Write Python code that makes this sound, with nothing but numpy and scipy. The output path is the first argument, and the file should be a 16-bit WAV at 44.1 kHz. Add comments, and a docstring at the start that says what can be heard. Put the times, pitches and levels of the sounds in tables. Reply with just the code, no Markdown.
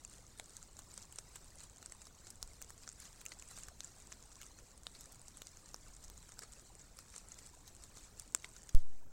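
"""Near drops of light rain tick on dry leaves and bracken, in a wood at night, close to a trail camera.
Each is a noise burst through bands for pat, snap, tick, spray and ground knock; struck stalks ring too.
One heavy drop hits right by the microphone: a sharp knock of damped modes. Farther off, coloured noise
and clusters of small leaf sounds make the rain, over a soft, flickering hiss and low rumbling air.
Near the end the camera clicks and thumps, a step turned into a slow swing; the hiss sinks after it."""
import sys
import numpy as np
from scipy import signal
from scipy.fft import rfft, irfft
from scipy.io import wavfile
from scipy.ndimage import uniform_filter1d

SR = 44100
rng = np.random.default_rng(int(sys.argv[2]) if len(sys.argv) > 2 else 0)


def store_wav(level_fs):
    """Save 16-bit WAV to argv[1]."""
    pcm = np.round(np.clip(np.atleast_2d(level_fs), -1, 1) * 32767)
    wavfile.write(sys.argv[1], SR, pcm.T.astype(np.int16))


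N = 402187
TIME = np.arange(N) / SR  # s

# Steady background, its colour: (frequency [Hz], relative level per Hz [dB])
BACKGROUND_SPECTRUM = [(10, -6.5), (30, -6), (60, -6), (120, -12), (250, -19), (500, -22), (1000, -24.5),
                       (2000, -35.5), (3500, -42), (7300, -31.5), (11000, -46.5), (16000, -39.5)]
BACKGROUND_DB = -62.5

# Puffs of air on the microphone: (time [s], level [dB], half length [s])
AIR_PUFFS = [(2.463, -57.5, 0.073), (3.6, -77, 0.41), (6.073, -59.5, 0.24), (8.117, -73, 0.21)]
AIR_DB = -69  # between puffs

# Far wash of rain, its colour: (frequency [Hz], relative level per Hz [dB])
WASH_SPECTRUM = [(300, -28), (1300, -10), (2000, -11), (3200, -13.5), (4200, -8.5), (4900, -10.5),
                 (6300, -7.5), (7400, -6), (8300, -6), (9500, -13), (11200, -19.5), (15500, -29.5)]
# Patter at middle distance, its colour: (frequency [Hz], relative level per Hz [dB])
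PATTER_SPECTRUM = [(200, 9.5), (500, -7), (1400, -1.5), (3100, -42), (3800, -4), (4800, -0.5), (6200, 4),
                   (7700, 10.5), (9300, -5), (11500, -16), (14200, 6), (16000, -36)]
RAIN_DB = -67.5
RAIN_SWING_DB, RAIN_SWINGS_PER_S = 2.0, 16  # small random flurries
HALO_DB, HALO_S = 5, 0.017  # short rise of noise before and after each clear drop: rise, half length
SINK_S, SINK_TIME_S, SINK_DB = 8.81, .03, -12  # the hiss sinks after the thump: start, duration, change

# Camera supply step, corners of the filters that round it: one low-pass, two high-pass (frequency [Hz])
COUPLING_CORNERS_HZ = (13.82, 8.7, 1.67)
THUMP_S, THUMP_STEP = 8.7471, .633  # time, height (full scale)
# Switch contacts closing; those timed past the end stay unheard: (time [s], relative level [dB])
SWITCH_CONTACTS = [(6.1, -28.5), (11, -36), (8.7494, -19.5), (12, -26)]
CLICK_TOP_HZ = 11000
CLICK_DIP_HZ, CLICK_DIP_REACH = 2170, 1.5  # the camera case swallows the middle of the click

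# Stalks, twigs and stiff leaves shaken by heavier drops; the rings at 6.42-6.43 s are a smeared, lingering tone
# around the drop at 6.434 s: (time [s], pitch [Hz], level [dB], t60 [s])
STALK_RINGS = [(0.398, 730, -45.5, .012), (0.3974, 2200, -45, 0.0058), (1.1864, 520, -56, 0.0068),
               (1.1864, 2800, -50.5, 0.0019), (1.922, 1900, -53, 0.011), (2.428, 3980, -43, 0.0039),
               (2.428, 10250, -39.5, 0.0026), (2.8772, 1390, -48, 0.012), (3.3192, 2030, -43.5, 0.013),
               (3.8053, 9600, -47.5, .003), (4.868, 730, -53.5, 0.011), (4.868, 2950, -48.5, 0.0068),
               (4.868, 4740, -41.5, 0.0036), (5.419, 490, -47.5, 0.0067), (5.7437, 656, -47, 0.0049),
               (6.42, 1680, -50, 0.054), (6.4335, 1260, -49, 0.037), (6.4335, 4420, -52.5, 0.027),
               (8.3481, 520, -40.5, 0.012), (8.3481, 1020, -31, 0.0061), (8.3481, 1620, -34.5, 0.0043),
               (8.4443, 2200, -40.5, 0.008), (8.4452, 5000, -50.5, 0.0027), (8.4454, 520, -56, 0.0048)]

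# Heavy drop beside the microphone, impact and rebound: (time [s], relative level [dB])
HEAVY_IMPACTS = [(8.3481, -20), (8.3486, -33)]
# What the heavy drop sets ringing: (pitch [Hz], relative level [dB], t60 [s])
HEAVY_RINGS = [(368, -23, 0.016), (1200, 1.5, 0.0042), (2500, -9.5, 0.0032), (3460, -16, 0.012),
               (5240, -5, 0.0049), (7270, 3.5, 0.0084), (8120, 2.5, 0.0036), (10360, -11, 0.0073),
               (13400, -13, 0.0023), (15600, -16, 0.0036)]

# Clearest near drops, relative levels over a millisecond; the row at 6.421 s is a long, smeared burst of noise
# leading into the drop at 6.434 s: # (time [s], splash t60 [s], pat pitch [Hz], pat level [dB], snap pitch
# [Hz], snap level [dB], # tick pitch [Hz], tick level [dB], spray level [dB])
CLEAR_DROPS = [(0.049, 0.011, 800.0, -58, 2560, -52.5, 7170, -39, -70.0),
               (0.3979, 0.0055, 1400, -47, 3700, -39, 8080, -40.5, -60),
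               (0.5676, 0.004, 1330.0, -62, 6100, -41, 7700, -41.5, -68),
               (0.6279, 0.003, 980.0, -59, 4210.0, -58, 7200, -45, -70.0),
               (0.7903, 0.025, 795, -48.5, 4230, -50.5, 7400, -42.5, -58),
               (0.9168, 0.003, 1100, -66, 5200, -51, 7400, -61, -70),
               (0.9402, 0.004, 1340.0, -62, 5020.0, -52.5, 8450, -46.0, -68),
               (0.9774, 0.007, 850, -47.5, 4800, -44, 8150, -40, -70.0),
               (1.0266, 0.003, 1100, -79, 5350, -47, 7400, -53, -74),
               (1.125, 0.011, 1260.0, -68, 2880.0, -53, 8150, -46, -60),
               (1.159, 0.012, 810.0, -65, 3390.0, -62.0, 7990.0, -44, -70.0),
               (1.1864, 0.012, 930, -44.5, 5700, -35.5, 8600, -39, -70.0),
               (1.3567, 0.04, 1030, -45, 2960.0, -50, 7410.0, -42.5, -56),
               (1.6047, 0.002, 800.0, -67, 3800.0, -62, 7150.0, -47.5, -70.0),
               (1.6374, 0.009, 1030.0, -72, 6350.0, -67, 7860, -47.5, -72),
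               (1.8274, 0.013, 1200.0, -49, 4000.0, -52, 6850.0, -48, -66),
               (1.86, 0.005, 1010.0, -53, 5460, -45, 7900, -39.5, -68),
               (1.922, 0.0047, 1070.0, -55, 2220.0, -55, 7050, -41, -66.5),
               (2.018, 0.021, 960, -54, 4620.0, -55, 7360, -47, -70.0),
               (2.069, 0.014, 840, -52, 5270, -47, 8900.0, -53, -70.0),
               (2.269, 0.028, 1820.0, -51.5, 4160, -53, 7600, -46.5, -70.0),
               (2.304, 0.021, 1240.0, -65, 5400, -45, 8700, -43.5, -56),
               (2.428, 0.0018, 980, -47.5, 5300, -34.5, 7400, -38.5, -54),
               (2.617, 0.014, 795, -51.5, 2580.0, -51, 7470.0, -46, -50),
               (2.6244, 0.002, 980.0, -58, 6100, -41, 7800, -43, -64),
               (2.6967, 0.004, 800.0, -58, 5040.0, -72, 7290.0, -51, -65),
               (2.7045, 0.0072, 1140, -45, 5240.0, -68, 7420.0, -46, -60.0),
               (2.8351, 0.004, 1140.0, -68, 5000.0, -48, 7790.0, -55, -76),
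               (2.8767, 0.0056, 1410, -48, 3720.0, -61, 5850.0, -42.0, -75),
               (2.8906, 0.002, 1040.0, -60, 5230, -48, 6900, -39.5, -72),
               (3.001, 0.014, 1730.0, -70, 6600.0, -65, 9200, -47.5, -74),
               (3.0227, 0.002, 2600.0, -71, 6240.0, -65, 7810.0, -55, -70.0),
               (3.0551, 0.0027, 1300, -61, 4500, -73, 7400, -61, -72),
               (3.214, 0.005, 1630.0, -51, 4350.0, -54, 7550, -50, -58),
               (3.254, 0.0082, 880.0, -64, 2530, -51, 7580.0, -47.0, -53),
               (3.2625, 0.011, 800.0, -66, 2670, -39.5, 6800, -36.5, -54),
               (3.319, 0.038, 1740, -45, 4550.0, -41.5, 6900, -48, -74),
               (3.397, 0.01, 900.0, -70, 4080.0, -59, 6900, -44.5, -70.0),
               (3.4239, 0.0061, 1680.0, -52, 2560, -48, 7050, -46.5, -66),
               (3.5116, 0.011, 840.0, -52, 5500, -49, 8750, -50, -70.0),
               (3.576, 0.01, 800.0, -48.5, 2740, -54.5, 7140.0, -48, -62),
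               (3.5865, 0.0034, 1020.0, -62.0, 4150.0, -65, 7950, -43.5, -70.0),
               (3.6345, 0.009, 1080.0, -59.5, 2620.0, -69, 7760, -41, -70.0),
               (3.6843, 0.015, 935, -45, 5300, -46.5, 7330.0, -49, -59),
               (3.8057, 0.0022, 820, -51, 4120, -38, 6300, -38.5, -66),
               (3.845, 0.022, 1520.0, -65, 2200.0, -60, 7200, -39.0, -70.0),
               (4.1209, 0.0084, 1240.0, -44.5, 3190.0, -58, 7500.0, -48, -70.0),
               (4.1254, 0.0028, 1040.0, -50, 2480, -52.5, 6400, -41.5, -70.0),
               (4.4152, 0.007, 1300, -50, 3220, -50, 6700, -45.5, -57),
               (4.4221, 0.002, 1500, -54, 3000, -55, 7200, -50, -62),
               (4.4316, 0.003, 800.0, -60, 2880, -48.5, 7770.0, -50, -63),
               (4.465, 0.008, 1050.0, -61.0, 6400.0, -64, 6830.0, -47.5, -76),
               (4.5885, 0.0023, 1070.0, -55, 6580.0, -68, 6750, -48.5, -77),
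               (4.868, 0.0044, 980, -45, 3820, -33.5, 8000, -44.5, -72),
               (4.95, 0.085, 1500, -54, 4440, -44, 7360, -59, -77),
               (5.009, 0.011, 900.0, -72, 3990.0, -60, 6750.0, -46.5, -54.5),
               (5.121, 0.03, 800.0, -70, 5890.0, -52, 8230.0, -52, -56),
               (5.1462, 0.002, 800.0, -71, 2410.0, -64, 7850, -53, -70.0),
               (5.2822, 0.01, 2600.0, -58, 5520.0, -50, 7400, -45, -70.0),
               (5.3714, 0.0062, 800.0, -57, 2760.0, -62, 8300, -44.5, -70.0),
               (5.419, 0.01, 774, -53, 3740, -41.5, 6900.0, -44, -54),
               (5.47, 0.008, 800.0, -74, 4800, -43, 7700, -46, -71),
               (5.7437, 0.0065, 870, -43, 5200, -39.5, 5980.0, -38.5, -59),
               (6.0396, 0.028, 1830.0, -66, 6400, -47, 7100, -47, -64),
               (6.1775, 0.0065, 800.0, -72, 6530.0, -65, 7390.0, -48, -70.0),
               (6.2914, 0.002, 1100, -52, 5500, -58, 7400, -51, -72),
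               (6.3206, 0.002, 1380.0, -53, 3890.0, -67, 7100, -47.5, -72),
               (6.3911, 0.01, 850.0, -47.5, 5240, -40.5, 8000, -42.5, -55),
               (6.421, 0.1, 1400, -46, 5200, -49, 7860, -46, -75),
               (6.434, 0.016, 1370, -46, 5200, -56, 7720, -47, -75),
               (6.989, 0.0054, 1090, -47, 5800, -42, 9050.0, -50, -57),
               (7.141, 0.013, 1290, -47.5, 2400, -74, 7400, -68, -76),
               (7.162, 0.01, 810.0, -49.5, 4010.0, -50, 7350, -40.5, -70.0),
               (7.1804, 0.0034, 1220.0, -60, 4270.0, -62.0, 7560, -41.5, -70.0),
               (7.3194, 0.024, 1630, -53.5, 4140.0, -69, 6800, -41.5, -74),
               (7.3885, 0.0099, 2050.0, -53, 4840, -50, 7850, -47.5, -68),
               (7.4628, 0.006, 2600.0, -65, 3290.0, -61.0, 7760, -49, -70.0),
               (7.6776, 0.04, 800.0, -68, 4040.0, -49, 6580.0, -49, -58),
               (7.8381, 0.008, 1100.0, -65.5, 4160, -50, 8400, -46, -70.0),
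               (7.9712, 0.012, 815, -53, 4340.0, -52, 7000, -49, -70.0),
               (8.1974, 0.0055, 800.0, -56, 6060, -41, 8300, -38.5, -54),
               (8.4452, 0.0094, 1280, -43.5, 3720, -41.5, 8000, -46.5, -72),
               (8.5647, 0.024, 1010.0, -60, 4670.0, -57, 6700, -48, -78),
               (8.6918, 0.02, 1140, -52, 3190.0, -51, 6450, -42, -58.0)]
# Typical lighter near drop, relative levels over a millisecond:
# (splash t60 [s], pat pitch [Hz], pat level [dB], snap pitch [Hz], snap level [dB],
#  tick pitch [Hz], tick level [dB], spray level [dB])
TYPICAL_SMALL_DROP = (0.005, 1200, -63, 5000, -61, 7400, -51.5, -78)
SMALL_PER_S, SMALL_SPREAD_DB = 14, 2.5
PAT_DB, SNAP_DB, TICK_DB, SPRAY_DB = -3.06, -3, 0.65, 4  # added to the levels of every near drop
PAT_REACH, SNAP_REACH, TICK_REACH = 1.57, 1.067, 1.13  # band edges either side of the pitch (ratio)
HOLLOW_HZ, HOLLOW_REACH, HOLLOW_DB = 1350, 1.16, 1.5  # air pockets under the leaves
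SPRAY_LOW_HZ, SPRAY_HIGH_HZ = 10350, 16600
KNOCK_HZ, KNOCK_REACH, KNOCK_DB = 520, 1.62, -8  # ground knock; level beside the drop's listed pat

CUTOFF_HZ = 16000


def from_db(db):
    """Decibels to gain."""
    return 10 ** (np.asarray(db) / 20)


def rms_one(x):
    """Scale to unit power."""
    return x / np.sqrt(np.mean(x ** 2) + 1e-20)


def at_level(x, db):
    """Scale a short sound to the energy of one millisecond at this level."""
    return from_db(db) * x / np.sqrt(np.sum(x ** 2) * 1000 / SR)


def add(out, s, sound):
    """Mix a sound in at time s."""
    at = int(s * SR)
    out[at:at + len(sound)] += sound[:N - at]


def coloured(x, spectrum):
    """Give x a smooth spectrum, drawn over log frequency; rms 1."""
    hz, db = np.transpose(spectrum)
    bins = np.maximum(np.arange(N // 2 + 1) * SR / N, 1)
    gain = from_db(np.interp(np.log(bins), np.log(hz), db))
    return rms_one(irfft(rfft(x) * gain, N))


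def band(x, low_hz, high_hz, order=2):
    """Causal band-pass."""
    edges = [low_hz, min(high_hz, SR / 2 - 100)]
    return signal.sosfilt(signal.butter(order, edges, "band", fs=SR, output="sos"), x)


def resonance(x, hz, reach, order):
    """The band around one pitch."""
    return band(x, hz / reach, hz * reach, order)


def ring(x, hz, t60):
    """One damped mode; a unit click rings with an envelope that starts near 1."""
    r = from_db(-60 / (t60 * SR))
    w = 2 * np.pi * hz / SR
    return signal.lfilter([0, np.sin(w)], [1, -2 * r * np.cos(w), r * r], x + 1e-18)


def drift(per_s):
    """A random wander of spread about 1, with per_s turning points a second."""
    steps = rng.standard_normal(1000)
    return np.interp(TIME * per_s, np.arange(len(steps)), steps)


def flickering(x, depth_db, size=768):
    """Soft hiss with thin flickering tones, the flicker fading towards the bass; rms 1."""
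    hz, _, cells = signal.stft(x, fs=SR, nperseg=size)
    flicker = rms_one(uniform_filter1d(rng.standard_normal(cells.shape), size=5, axis=0))
    depth = depth_db * np.minimum(hz / 900, 1)[:, None]
    gain = from_db(depth * flicker)
    gain = gain / np.sqrt(np.mean(gain ** 2, axis=1, keepdims=True))
    return rms_one(signal.istft(cells * gain, nperseg=size)[1][:N])


def splash(t60, settle_db, settle_t60, size=2048):
    """A drop's impact is a fast-dying noise burst; a few droplets then land on the leaves around."""
    t = TIME[:size]
    burst = rng.standard_normal(size) * from_db(-60 * t / t60)
    burst[1] += 4.5  # first contact
    # cubed noise is sparse and spiky, like single droplets
    droplets = rng.standard_normal(size) ** 3 * from_db(settle_db - 60 * t / settle_t60)
    return burst + droplets


def steady_background():
    """The soft background: coloured noise, a soft hiss with thin flickering tones."""
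    noise = coloured(rng.standard_normal(N), BACKGROUND_SPECTRUM)
    return from_db(BACKGROUND_DB) * flickering(noise, depth_db=5)


def moving_air():
    """Air on the microphone: low band-passed noise that swells with each puff."""
    puffs = sum(from_db(db) * np.exp(-((TIME - s) / half_s) ** 2) for s, db, half_s in AIR_PUFFS)
    rumble = rms_one(band(rng.standard_normal(N), 13.8, 45.7))
    return (from_db(AIR_DB) + puffs) * rumble


def patter(per_s, spread_db, t60, leaf_db, count=60):
    """Drops farther off land in loose clusters, on leaves that each answer briefly at their own pitch."""
    out = np.zeros(N)
    clusters = from_db(3 * np.interp(TIME * 14, np.arange(140), rng.standard_normal(140)))
    falls = np.flatnonzero(rng.random(N) < per_s * clusters / SR)
    sizes = from_db(spread_db * np.minimum(rng.exponential(1, N), 2.3))
    struck = rng.integers(0, count, N)  # which leaf a drop falls on
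    for k, leaf_hz in enumerate(np.linspace(900, 11000, count)):
        force = splash(t60, settle_db=-34, settle_t60=.05)
        mode = rms_one(ring(force, leaf_hz, 16 / leaf_hz))  # t60 of 16 cycles
        leaf = rms_one(force) + from_db(leaf_db) * mode
        for at in falls[struck[falls] == k]:
            add(out, at / SR, sizes[at] * leaf)
    return coloured(out, PATTER_SPECTRUM)


def far_rain():
    """Wash and patter swell in flurries, rise briefly before and after clear drops; the hiss sinks late."""
    halo = np.max([np.exp(-((TIME - s) / HALO_S) ** 2) for s, *_ in CLEAR_DROPS], axis=0)
    sunk = np.clip((TIME - SINK_S) / SINK_TIME_S, 0, 1)
    swing_db = RAIN_SWING_DB * drift(RAIN_SWINGS_PER_S)
    level = from_db(RAIN_DB + HALO_DB * halo + swing_db + SINK_DB * sunk)
    wash = flickering(coloured(rng.standard_normal(N), WASH_SPECTRUM), depth_db=5)
    leaves = patter(per_s=190, spread_db=3.6, t60=0.007, leaf_db=4)
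    return level * (from_db(1) * wash + from_db(-3) * leaves)


def camera_switch(click_db):
    """Contacts click and the supply steps; coupling capacitors turn the step into one slow swing."""
    poles = -2 * np.pi * np.array(COUPLING_CORNERS_HZ)
    since = np.maximum(TIME - THUMP_S, 0)
    swing = np.zeros(N)
    for p in poles:  # step response, one decaying term per filter corner
        swing += p * np.exp(p * since) / np.prod([p - q for q in poles if q != p])
    out = -poles[0] * THUMP_STEP * swing
    click = band(signal.unit_impulse(256), 100, CLICK_TOP_HZ, order=1)
    click = click - resonance(click, CLICK_DIP_HZ, CLICK_DIP_REACH, order=1)
    for s, db in SWITCH_CONTACTS:
        add(out, s, from_db(db + click_db) * click)
    return out


def wood(x, wet_db, t60, size=11025):
    """Trunks and ground scatter a faint, short echo: decaying noise convolved with the sound."""
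    scatter = rng.standard_normal(size) * from_db(-60 * TIME[:size] / t60)
    scatter = scatter / np.sqrt(np.sum(scatter ** 2))
    return x + from_db(wet_db) * signal.fftconvolve(x, scatter)[:N]


def stalks():
    """Each struck stalk, twig or stiff leaf rings briefly as one damped mode."""
    out, click = np.zeros(N), signal.unit_impulse(2048)
    for s, hz, db, t60 in STALK_RINGS:
        add(out, s, at_level(ring(click, hz, t60), db))
    return out


def heavy_drop():
    """One sharp knock right by the microphone: impact and rebound set damped modes ringing."""
    out, click = np.zeros(N), signal.unit_impulse(2048)
    knock = np.zeros(2048)
    for k, (hz, db, t60) in enumerate(HEAVY_RINGS):
        knock += (-1) ** k * from_db(db) * ring(click, hz, t60)  # neighbours push opposite ways
    for s, db in HEAVY_IMPACTS:
        add(out, s, from_db(db) * knock)
    return out


def hollow(force, pat_hz):
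    """The pat of the litter, with the woody ring of the air pockets under the leaves."""
    pat = resonance(force, pat_hz, PAT_REACH, order=2)
    return pat + from_db(HOLLOW_DB) * resonance(pat, HOLLOW_HZ, HOLLOW_REACH, order=1)


def small_drops(count=260):
    """Lighter near drops fall at uneven gaps until the thump, each a variation on the typical one."""
    t60, pat_hz, pat_db, snap_hz, snap_db, tick_hz, tick_db, spray_db = TYPICAL_SMALL_DROP
    times = np.cumsum(rng.exponential(1, count)) / SMALL_PER_S
    weights = SMALL_SPREAD_DB * rng.uniform(-1.2, 1, count)
    ratios = 2 ** (rng.standard_normal((count, 4)) * [.5, .4, .3, .14])  # spreads in octaves
    drops = []
    for s, db, (length, pat, snap, tick) in zip(times, weights, ratios):
        if s < THUMP_S:
            drops.append((s, t60 * length, pat_hz * pat, pat_db + db, snap_hz * snap, snap_db + db,
                          tick_hz * tick, tick_db + db, spray_db + db))
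    return drops


def near_drops():
    """Each splash excites the hollow litter, the leaf's snap, a bright tick, fine spray and the ground."""
    out = np.zeros(N)
    for drop in list(CLEAR_DROPS) + small_drops():
        s, t60, pat_hz, pat_db, snap_hz, snap_db, tick_hz, tick_db, spray_db = drop
        force = splash(max(t60, .002), settle_db=-40, settle_t60=.09)  # never shorter than 2 ms
        pat = at_level(hollow(force, pat_hz), pat_db + PAT_DB)
        snap = at_level(resonance(force, snap_hz, SNAP_REACH, order=1), snap_db + SNAP_DB)
        tick = at_level(resonance(force, tick_hz, TICK_REACH, order=2), tick_db + TICK_DB)
        spray = at_level(band(force, SPRAY_LOW_HZ, SPRAY_HIGH_HZ, order=3), spray_db + SPRAY_DB)
        knock = at_level(resonance(force, KNOCK_HZ, KNOCK_REACH, order=2), pat_db + KNOCK_DB)
        add(out, s, knock + pat - snap + tick + spray)
    return out


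def scene():
    """Near drops, echoed by the wood, over far rain, low air rumble and a soft background."""
    bed = steady_background() + moving_air() + far_rain()
    camera = camera_switch(click_db=2.5)
    drops = wood(stalks() + heavy_drop() + near_drops(), wet_db=-23, t60=.1)
    return (bed + camera + drops)[None]


def record(dry):
    """A steep elliptic low-pass cuts the top."""
    return signal.sosfilt(signal.ellip(10, .1, 70, CUTOFF_HZ, fs=SR, output="sos"), dry)


dry = scene()
out = record(dry)
store_wav(out)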